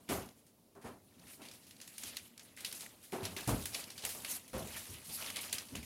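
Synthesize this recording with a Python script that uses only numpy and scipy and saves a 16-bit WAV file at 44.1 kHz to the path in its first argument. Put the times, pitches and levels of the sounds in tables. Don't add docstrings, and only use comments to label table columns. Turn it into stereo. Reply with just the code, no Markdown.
import sys
import numpy as np
from scipy import signal
from scipy.fft import rfft, irfft, next_fast_len
from scipy.io import wavfile
from scipy.ndimage import uniform_filter1d

SR = 44100
rng = np.random.default_rng(int(sys.argv[2]) if len(sys.argv) > 2 else 0)


def volts_from_decibels(level):
    exponent = np.asarray(level, float) / 20
    return 10 ** exponent


def persist_wave(psi):
    counts = np.round(np.clip(psi, -1, 1) * 32767).astype(np.int16)
    wavfile.write(sys.argv[1], SR, np.atleast_2d(counts).T)


N = 257984

# (frequency [Hz], level [dB per Hz])
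HUSH_SPECTRUM = [(20, -46), (40, -10), (80, -11), (157, -9), (223, -1.5), (317, -5.5), (660, -11),
                 (1600, -26), (4400, -23.5), (8400, -26.5), (12900, -25), (16500, -23.5)]
# (frequency [Hz], level [dB rms])
WHINE_TONES = [(12839, -91), (14040, -101)]
# (frequency [Hz], coherence [0-1])
PORT_LIKENESS = [(60, 1), (150, 0.9), (300, 0.92), (600, 0.52), (1500, 0.22), (5000, 0.078), (15000, 0.047)]
# (frequency [Hz], left minus right [dB])
PORT_TILT = [(60, -0.5), (300, 1.5), (2000, 0), (5000, -.5), (8000, 1), (10800, -9.5), (13000, -1.5),
             (16000, -6)]
# (time [s], peak [dB], boom [dB], knock [dB], ring [Hz])
BUMPS = [(.089, -35.5, -10.5, 2.5, 326), (.11, -38, -14.5, 3, 128), (0.75, -55, -19, 3.5, 400),
         (0.84, -46.5, -14, 5.5, 240), (.83, -54, -10, 0, 132), (1.19, -59.5, -6.5, -7.5, 181),
         (1.394, -53, -33, 3.5, 260), (2.0284, -58, -2, 3, 269), (3.124, -40.5, -26, 4.5, 370),
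         (3.1995, -44.5, -21, 2, 380), (4.6004, -47.5, -4, 1, 650), (.16, -42.5, -8, 2, 253),
         (3.2256, -45.5, -8, -3.5, 103), (3.309, -48.5, -12, -1, 93), (3.358, -50, -9, -6, 390),
         (3.474, -28, -11, -3, 116), (3.515, -38, -10.5, -10, 54), (3.6, -46, -12, -10, 60),
         (4.545, -43, -10, -3, 380), (3.719, -59.5, -18, 7, 85.5), (4.03, -57.5, 0.5, 12.5, 87),
         (4.53, -38, -3.5, -1.5, 520), (4.888, -50.5, 1.5, -12, 91), (5.082, -52, -9.5, -2, 156),
         (5.721, -45, -4.5, -9.5, 255), (5.745, -46, -4, -4.5, 220), (3.512, -37.5, -14, -5.5, 135),
         (3.575, -43, -7.5, -9, 124), (3.479, -37.5, -17, -2, 450), (3.13, -45, -20, -8, 242),
         (3.255, -49.5, -20, -6, 180), (1.164, -58, -16, -11, 240), (0.89, -54, -24, -3, 400),
         (4.92, -54, -8, -8, 150)]
# (frequency [Hz], width [Hz], level [dB])
BOARD_MODES = [(55, 17, -9), (84, 14, 5.5), (191, 26, -8), (244, 77, -6.5), (388, 41, -4), (643, 10, 0.5)]
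# (time [s], weight [dB])
BEARING = [(0, 5), (.3, 0.5), (.9, -1), (1.4, -1), (2.0, -5), (2.4, -9), (2.7, -2), (3.1, -3.5),
           (3.4, -0.5), (3.8, 0), (4.2, 2.5), (4.6, -7), (4.8, -2), (5.1, -4.5), (5.4, -2), (5.85, -5.5)]
# (frequency [Hz], level [dB per Hz])
DRAG_SPECTRUM = [(150, -10), (300, -5), (600, 4), (1200, -1.5), (2500, -33.5)]
# (frequency [Hz], level [dB per Hz])
TREAD_SPECTRUM = [(25, -27), (50, -20), (90, 3), (150, -5), (230, 2.5), (330, -7), (600, -30)]
# (time [s], peak [dB], pitch [Hz])
KINK_EVENTS = [(2.2294, -44, 10300), (2.2544, -47, 3000), (2.432, -49, 7000), (3.0155, -49, 8000),
               (3.738, -35, 4720), (3.7994, -33, 9230), (4.038, -33, 4000), (4.17, -37, 6240),
               (4.2215, -40, 8000), (4.313, -33, 9700), (4.8396, -42, 3500), (4.8544, -38, 3000),
               (4.8674, -41, 6000), (4.9414, -37, 2980), (4.9844, -46, 3440), (5.0165, -45.5, 2500),
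               (5.1994, -34, 11400), (5.2244, -28, 2900), (5.2533, -41, 10500), (5.3244, -39, 2430),
               (5.374, -38, 1150), (5.3994, -36, 3250), (5.4396, -35, 4760), (5.495, -34, 5120),
               (5.609, -38.5, 2700), (5.6194, -39, 11000), (5.6705, -47, 3130), (5.7555, -34, 6550),
               (.096, -31, 2450), (.12, -40, 1700), (.86, -52, 1400)]
# (time [s], peak [dB], pitch [Hz], tail [dB])
FOLD_POPS = [(.0895, -30.5, 1850, 3), (.7512, -54.5, 1300, -2), (.814, -54, 1670, 4.5),
             (.8455, -50, 1620, 4.5), (1.2353, -70, 2140, -5), (1.269, -47, 1870, 3),
             (1.418, -42.5, 2680, 0), (1.4513, -40, 2710, -1.5), (1.8012, -41, 2860, -18),
             (2.5737, -40.5, 2130, 1), (2.6474, -22.5, 3550, -5.5), (2.862, -36, 1951, -20),
             (3.1207, -36.5, 2348, 0), (3.23, -37, 2980, 3), (3.365, -27.5, 2710, -8.5),
             (4.247, -27, 2500, -6.5), (4.531, -39.5, 1560, -5), (4.5387, -38, 2030, 0.5),
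             (4.7227, -41.5, 3370, 1), (5.0935, -40.5, 3220, 1.5), (5.2877, -35.5, 3030, -19),
             (5.3009, -26.5, 2410, -12), (5.3595, -24, 3100, -11), (5.367, -24.5, 3140, -8),
             (5.178, -47, 1280, 9), (5.7519, -35.5, 2560, 1), (5.8286, -39.5, 2360, -3)]
# (time [s], peak [dB], pitch [Hz], tail [dB])
CREASE_SNAPS = [(.2885, -45, 4380, -11), (1.195, -50, 3900, -7), (1.485, -41, 4460, -5),
                (1.513, -37.5, 5300, -6.5), (1.622, -56.5, 4680, 6), (1.7088, -40.5, 4080, -7.5),
                (1.7649, -46.5, 4430, -14), (2.16, -42, 3700, -28.5), (2.565, -42, 7500, -14),
                (1.8133, -35.5, 5600, -4), (2.0348, -28.5, 7030, -12), (2.0564, -38, 3870, 2),
                (2.1687, -25.5, 4280, -9), (2.377, -37, 5700, -13), (2.3946, -39.5, 5170, -5.5),
                (2.7254, -38.5, 5460, 0.5), (2.714, -36, 4500, -15), (2.826, -43, 3600, -7),
                (2.9087, -59.5, 3600, -12), (3.252, -24.5, 4000, -7), (3.732, -37.5, 3970, 5.5),
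                (3.7452, -26, 4660, -9), (3.7483, -27, 4200, -17), (3.8392, -33.5, 4630, -21.5),
                (3.9028, -34.5, 4700, -4.5), (3.9785, -33, 4460, -2.5), (4.0212, -37, 3790, 1),
                (5.5827, -25.5, 5130, -7), (5.685, -43, 4370, -3)]
# (time [s], peak [dB], pitch [Hz], tail [dB])
EDGE_TICKS = [(.3651, -60, 10330, 4.5), (.4656, -51.5, 9000, -3.5), (1.536, -45, 11100, 0.5),
              (1.6671, -45.5, 10000, -1.5), (1.876, -36, 7650, -7), (1.9804, -31, 9500, -6),
              (2.6055, -35, 9600, -5.5), (2.7254, -27.5, 10340, -16.5), (2.7674, -40.5, 8300, -14),
              (2.7966, -40, 8480, 2), (2.807, -33, 8500, -4), (3.028, -47.5, 11200, 4.5),
              (3.4075, -34.5, 10300, -9), (3.4745, -28, 9360, 0.5), (3.492, -28.5, 9800, -4.5),
              (3.6556, -23, 10400, -6), (4.05, -20.5, 9800, -8), (4.0903, -31.5, 11100, 2),
              (4.2998, -36, 9700, -8), (4.4787, -42.5, 9800, -2.5), (4.672, -38, 10500, -5),
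              (4.7647, -33.5, 10270, 0.5), (5.044, -48, 10100, 8), (5.5274, -19.5, 9900, -5.5)]
# (time [s], level [dB], rise [s per 20 dB], fall [s per 20 dB])
PAW_PRESSES = [(0, -71.5, .05, 0.95), (.11, -44, 0.03, 0.1842), (.87, -56, 0.02, 0.11),
               (1.34, -59, 0.32, -0.03), (1.43, -60.5, 0.24, 0.6), (1.82, -73, 0, 0),
               (2.0, -53.5, -0.05, .5), (2.17, -52, .5, 0.11), (2.4, -62, -0.6, 0.5),
               (2.575, -56, -0.05, 0.74), (2.66, -57, -0.18, 0.5), (2.83, -49.5, -0.32, 0.11),
               (3.13, -50.5, -0.25, 0.3), (3.26, -49.5, -0.14, 0.2), (3.37, -44, -0.16, 0.24),
               (3.49, -45, -0.14, 0.32), (3.66, -57, 0.5, 2), (3.75, -43.5, -0.12, 0.17),
               (3.84, -68, -0.1, 2), (3.915, -58, -0.5, 0), (2.27, -57.5, .05, -0.04),
               (4.06, -49.5, -0.08, 0.08), (4.15, -47, -0.02, 0.18), (4.25, -38, -0.0648, -0.0744),
               (4.33, -46.5, 0.22, 0.13), (4.56, -47, 0.02, 0.34), (4.77, -43.5, 0.12, .12),
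               (4.94, -57, .5, 0.2), (5.23, -38.5, 0.0942, 0.2), (5.37, -43, 0.04, 0.32),
               (5.54, -42.5, 0.03, 0.15), (5.755, -34, -0.02, -0.05), (4.99, -55.5, .06, .12),
               (4.87, -61, -0.5, 0.4), (5.45, -48, 0, 0.07), (5.69, -55, -1.8, 0.5), (3.8, -59, .03, 0.3),
               (4.04, -49, -0.1, .05), (5.1, -49, 0.02, -0.5), (5.31, -46, 0, 0)]
# (time [s], level [dB], rise [s per 20 dB], fall [s per 20 dB])
PAW_SLIDES = [(.03, -70, 2, 1.5), (.12, -42, -0.05, 0.1341), (.86, -72, 0.1, 6), (1.34, -53.5, 0.14, .06),
              (1.43, -66, 0.1, 1.5), (1.82, -54, -0.15, 0), (2.0, -51, -0.04, 0.26), (2.1, -51, 0.33, 0),
              (2.17, -39, -0.0346, -0.17), (2.285, -60, 0.2, 0), (2.57, -55, -0.5, 0),
              (2.66, -48.5, -0.29, 0.14), (2.75, -47, -0.13, 0.18), (3.05, -64, 0.1, 3.5),
              (3.26, -42, 0.02, -0.45), (3.37, -55, 0.5, 2.3), (3.5, -47.5, 0.07, 0.23),
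              (3.64, -48, 0.13, -0.24), (3.76, -47.5, .09, 0.1), (3.92, -58, -0.2, 0),
              (4.06, -46, -0.37, 0.18), (4.15, -48, 0.1, 0.21), (4.315, -38.5, .07, 0.08),
              (4.355, -44, 0.03, 0.05), (4.58, -51.5, -0.4, 0.7), (4.77, -52.5, 0.14, 0.5),
              (4.94, -49, 0, -0.03), (5.16, -40.5, 0.1, 0.05), (5.41, -43.5, 0, 0.1), (5.54, -56, 0, -0.3),
              (5.74, -60, .3, 0), (4.9, -52, -0.1, 0.2), (5.21, -48, -0.12, .1), (5.255, -52, -0.2, 0.3),
              (5.45, -45, -0.2, 0), (3.81, -49, 0.14, 0), (2.43, -62, -0.4, 0.2), (4.485, -60, -1, -1.7),
              (5.07, -54, -0.5, 1.2), (5.83, -56, -1.7, .2)]
# (frequency [Hz], level [dB per Hz])
CRUMPLE_SPECTRUM = [(500, -31), (900, -2), (1600, -1), (3000, 2.5), (6000, -5.5), (10000, -6.5),
                    (14500, -12.5), (16500, -24)]
# (frequency [Hz], level [dB per Hz])
SCUFF_SPECTRUM = [(2300, -16.5), (4000, -1.5), (7500, 0), (11000, 4.5), (13000, 0), (15000, -2),
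                  (16500, -34)]
IN_COMMON = np.array([[1], [0]])


def along(points, hz):
    f, v = np.transpose(points)
    return np.interp(np.log(hz + 1), np.log(f + 1), v)


def unit(x):
    return x / np.sqrt(np.mean(x ** 2) + 1e-20)


def filtered(x, response):
    m = next_fast_len(x.shape[-1] + 4096)
    return irfft(rfft(x, m) * response(np.fft.rfftfreq(m, 1 / SR)), m)[..., :x.shape[-1]]


def hump(hz, centre_hz, octaves):
    return np.exp(-0.5 * (np.log2((hz + 1) / centre_hz) / octaves) ** 2)


def ports(pair, lag=0.000439):
    def turn(hz):
        return np.arccos(np.clip(along(PORT_LIKENESS, hz), 0, 1)) / 2

    def tilt(hz):
        return volts_from_decibels(along(PORT_TILT, hz) / 2) * np.exp(-1j * np.pi * hz * lag)

    mid, side = filtered(pair, lambda hz: np.array([np.cos(turn(hz)), np.sin(turn(hz))]))
    left_right = np.array([mid + side, mid - side])
    return filtered(left_right, lambda hz: np.array([tilt(hz), 1 / tilt(hz)]))


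def patches(depth_db):
    z = signal.stft(rng.standard_normal((2, N)), nperseg=256)[2]
    field = uniform_filter1d(rng.standard_normal(z.shape[1:]), size=8, axis=0)
    field = uniform_filter1d(field, size=8, axis=1)
    return signal.istft(z * volts_from_decibels(depth_db * unit(field)), nperseg=256)[1][:, :N]


def layer(shape, grain, depth_db):
    return unit(filtered(grain * patches(depth_db), lambda hz: volts_from_decibels(along(shape, hz))))


def strokes(rows):
    s, db, rise, fall = np.transpose(rows)[:, :, None]
    t = np.arange(0, N + 64, 64) / SR
    away = np.where(t < s, (s - t) / np.maximum(rise, 0.004), (t - s) / np.maximum(fall, 0.004))
    stroke_db = db - 20 * away ** 1.144
    power = np.sum(volts_from_decibels(2 * stroke_db), axis=0)
    return np.interp(np.arange(N) / SR, t, 10 * np.log10(power + 1e-12))


def add_at(out, s, sound):
    out[:, round(s * SR):][:, :sound.shape[1]] += sound


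def hush():
    noise = layer(HUSH_SPECTRUM, 1, depth_db=0.45)
    whine = 0
    for hz, db in WHINE_TONES:
        peak = [(hz - 10, -60), (hz, 0), (hz + 10, -60)]
        whine = whine + volts_from_decibels(db) * layer(peak, 1, depth_db=0)
    return volts_from_decibels(-67.5) * ports(noise, lag=0) + whine


def bumps():
    out, t = np.zeros((2, N + SR)), np.arange(SR // 2) / SR

    def wood(f):
        modes = sum(volts_from_decibels(db) * f * w / (c * c - f * f + 1j * f * w) for c, w, db in BOARD_MODES)
        return 0.62 + np.abs(modes)

    def band(hz, octaves):
        noise = rng.standard_normal((2, len(t)))
        shaken = filtered(noise, lambda f: wood(f) * hump(f, hz, octaves))
        return shaken / np.sqrt(np.mean(shaken[:, :SR // 10] ** 2))

    for s, db, boom_db, knock_db, ring_hz in BUMPS:
        t60 = 0.39 * (ring_hz / 200) ** 0.16

        def swell(rise, slow):
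            fall = (t / (slow * max(t60, 0.05))) ** 1.31
            return (1 - np.exp(-t / rise)) * volts_from_decibels(-60 * fall)

        ring = 1.68 * swell(0.004, 0.44) * np.sin(2 * np.pi * ring_hz * t) * IN_COMMON
        boom = volts_from_decibels(boom_db + 5.0) * swell(0.013, 0.92) * band(84, 1.0)
        knock = volts_from_decibels(knock_db + 1.5) * swell(0.0076, 0.74) * band(673, 0.93)
        rough = volts_from_decibels(-2.5) * band(ring_hz, 0.18)
        shake = 0.87 * swell(0.0048, 0.78) * (band(203, 0.71) + rough)
        add_at(out, s, volts_from_decibels(db - 5.5) * (ring + shake + boom + knock))
    return out[:, :N]


def underfoot():
    s, weight = np.transpose(BEARING)
    weight_db = np.interp(np.arange(N) / SR, s, weight)
    rustle_db = strokes(PAW_PRESSES) + 50
    slow_db = uniform_filter1d(rustle_db, size=SR // 12)
    drag = volts_from_decibels(-56.5 + 0.76 * rustle_db + weight_db) * layer(DRAG_SPECTRUM, 1, depth_db=2.5)
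    tread = volts_from_decibels(-61.5 + 0.38 * slow_db + 0.32 * weight_db) * layer(TREAD_SPECTRUM, 1, depth_db=1.0)
    return drag, tread


def pings():
    count = round(120 * N / SR)
    draw, t = rng.random((count, 4)), np.arange(SR // 80) / SR
    hz = 3854 * 2 ** (1.255 * (draw[:, 1:2] + draw[:, 2:3] - 1))
    decay_db = -20 * t * hz / 15
    notes = volts_from_decibels(17 * draw[:, 3:] + decay_db) * np.sin(2 * np.pi * hz * t)
    at = (draw[:, :1] * N).astype(int) + np.arange(len(t))
    out = unit(np.bincount(at.ravel(), notes.ravel(), N + len(t))[:N])
    return volts_from_decibels(strokes(PAW_PRESSES) - 9.5) * np.array([out, np.roll(out, SR // 300)])


def kinks():
    out, t = np.zeros((2, N + SR)), np.arange(SR // 12) / SR
    for s, db, hz in KINK_EVENTS:
        noise = rng.standard_normal((2, len(t)))
        noise = unit(filtered(noise, lambda f: hump(f, hz, 0.27) + volts_from_decibels(-6) * hump(f, 6400, 0.66)))
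        rustle = volts_from_decibels(-12 - 60 * t / 0.13)
        click = (1 - np.exp(-t / 0.00051)) * (volts_from_decibels(-60 * t / 0.0097) + rustle)
        note = 0.54 * volts_from_decibels(-60 * t / 0.041) * np.sin(2 * np.pi * hz * t)
        add_at(out, s, volts_from_decibels(db - 5.5) * (click * noise + note * IN_COMMON))
    return out[:, :N]


def snaps(rows, bright_db, broad_db):
    out, t = np.zeros((2, N + SR)), np.arange(SR // 5) / SR
    for s, db, hz, tail_db in rows:
        def colour(f):
            broad = hump(f, 3280, 0.99) + volts_from_decibels(-10.5) * hump(f, 1800, 1.0)
            bright = hump(f, 10200, 0.22) + 0.76 * hump(f, 6900, 0.56) + 0.36 * hump(f, 14000, 0.2)
            return volts_from_decibels(broad_db) * broad + 0.67 * hump(f, hz, 0.48) + volts_from_decibels(bright_db - 4.5) * bright

        noise = unit(filtered(rng.standard_normal((2, len(t))), colour))
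        spike = volts_from_decibels(-6.5 - 60 * t / 0.0017)
        crack = (1 - np.exp(-t / 0.00056)) * (volts_from_decibels(-60 * (t / 0.011) ** 2) + spike)
        crack = crack + 0.14 * np.roll(crack, round(0.0018 * SR))
        ring = volts_from_decibels(-2 - 60 * t / 0.026) * np.sin(2 * np.pi * hz * t)
        t60 = 0.23 * volts_from_decibels(0.5 * tail_db)
        shiver = volts_from_decibels(tail_db - 60 * t / max(t60, 0.02)) * (1 - np.exp(-(t / 0.0081) ** 2))
        add_at(out, s, volts_from_decibels(db - 7) * ((crack + shiver) * noise + ring * IN_COMMON))
    return out[:, :N]


def creases():
    folds = snaps(FOLD_POPS, bright_db=-7, broad_db=-9)
    middling = snaps(CREASE_SNAPS, bright_db=-4, broad_db=-0.5)
    return folds + middling + snaps(EDGE_TICKS, bright_db=-6, broad_db=-1)


def crackle(rate, spread_db, t60):
    size_db = spread_db * np.minimum(rng.exponential(1, N), 3.5)
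    ticks = (rng.random(N) < rate / SR) * volts_from_decibels(2 * size_db)
    power = signal.fftconvolve(ticks, volts_from_decibels(-120 * np.arange(SR // 5) / SR / t60))[:N]
    return unit(np.sqrt(np.abs(power)))


def sheets():
    ticks = crackle(rate=250, spread_db=3.0, t60=0.16)
    fine_ticks = crackle(rate=1500, spread_db=4.0, t60=0.021)
    crumple = layer(CRUMPLE_SPECTRUM, ticks + 0.26, depth_db=3.0)
    scuff = layer(SCUFF_SPECTRUM, ticks + 3.3 + 0.62 * fine_ticks, depth_db=2.5)
    return volts_from_decibels(strokes(PAW_PRESSES) - 1.5) * crumple + volts_from_decibels(strokes(PAW_SLIDES) + 1.0) * scuff


def scene():
    still = hush()
    drag, tread = underfoot()
    floor = bumps() + tread
    paper = drag + pings() + kinks() + creases() + sheets()
    return ports(paper) + ports(floor, lag=0.0001) + still


def band_limit(x):
    return signal.sosfilt(signal.butter(12, 16660, fs=SR, output="sos"), x)


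def record(dry):
    def band(hz):
        top = np.where(hz < 15950, 1, volts_from_decibels(-39) * (hz < 16600))
        return top / np.sqrt(1 + (42.5 / (hz + 1)) ** 12)

    return band_limit(filtered(dry, band))


dry = scene()
out = record(dry)
persist_wave(out)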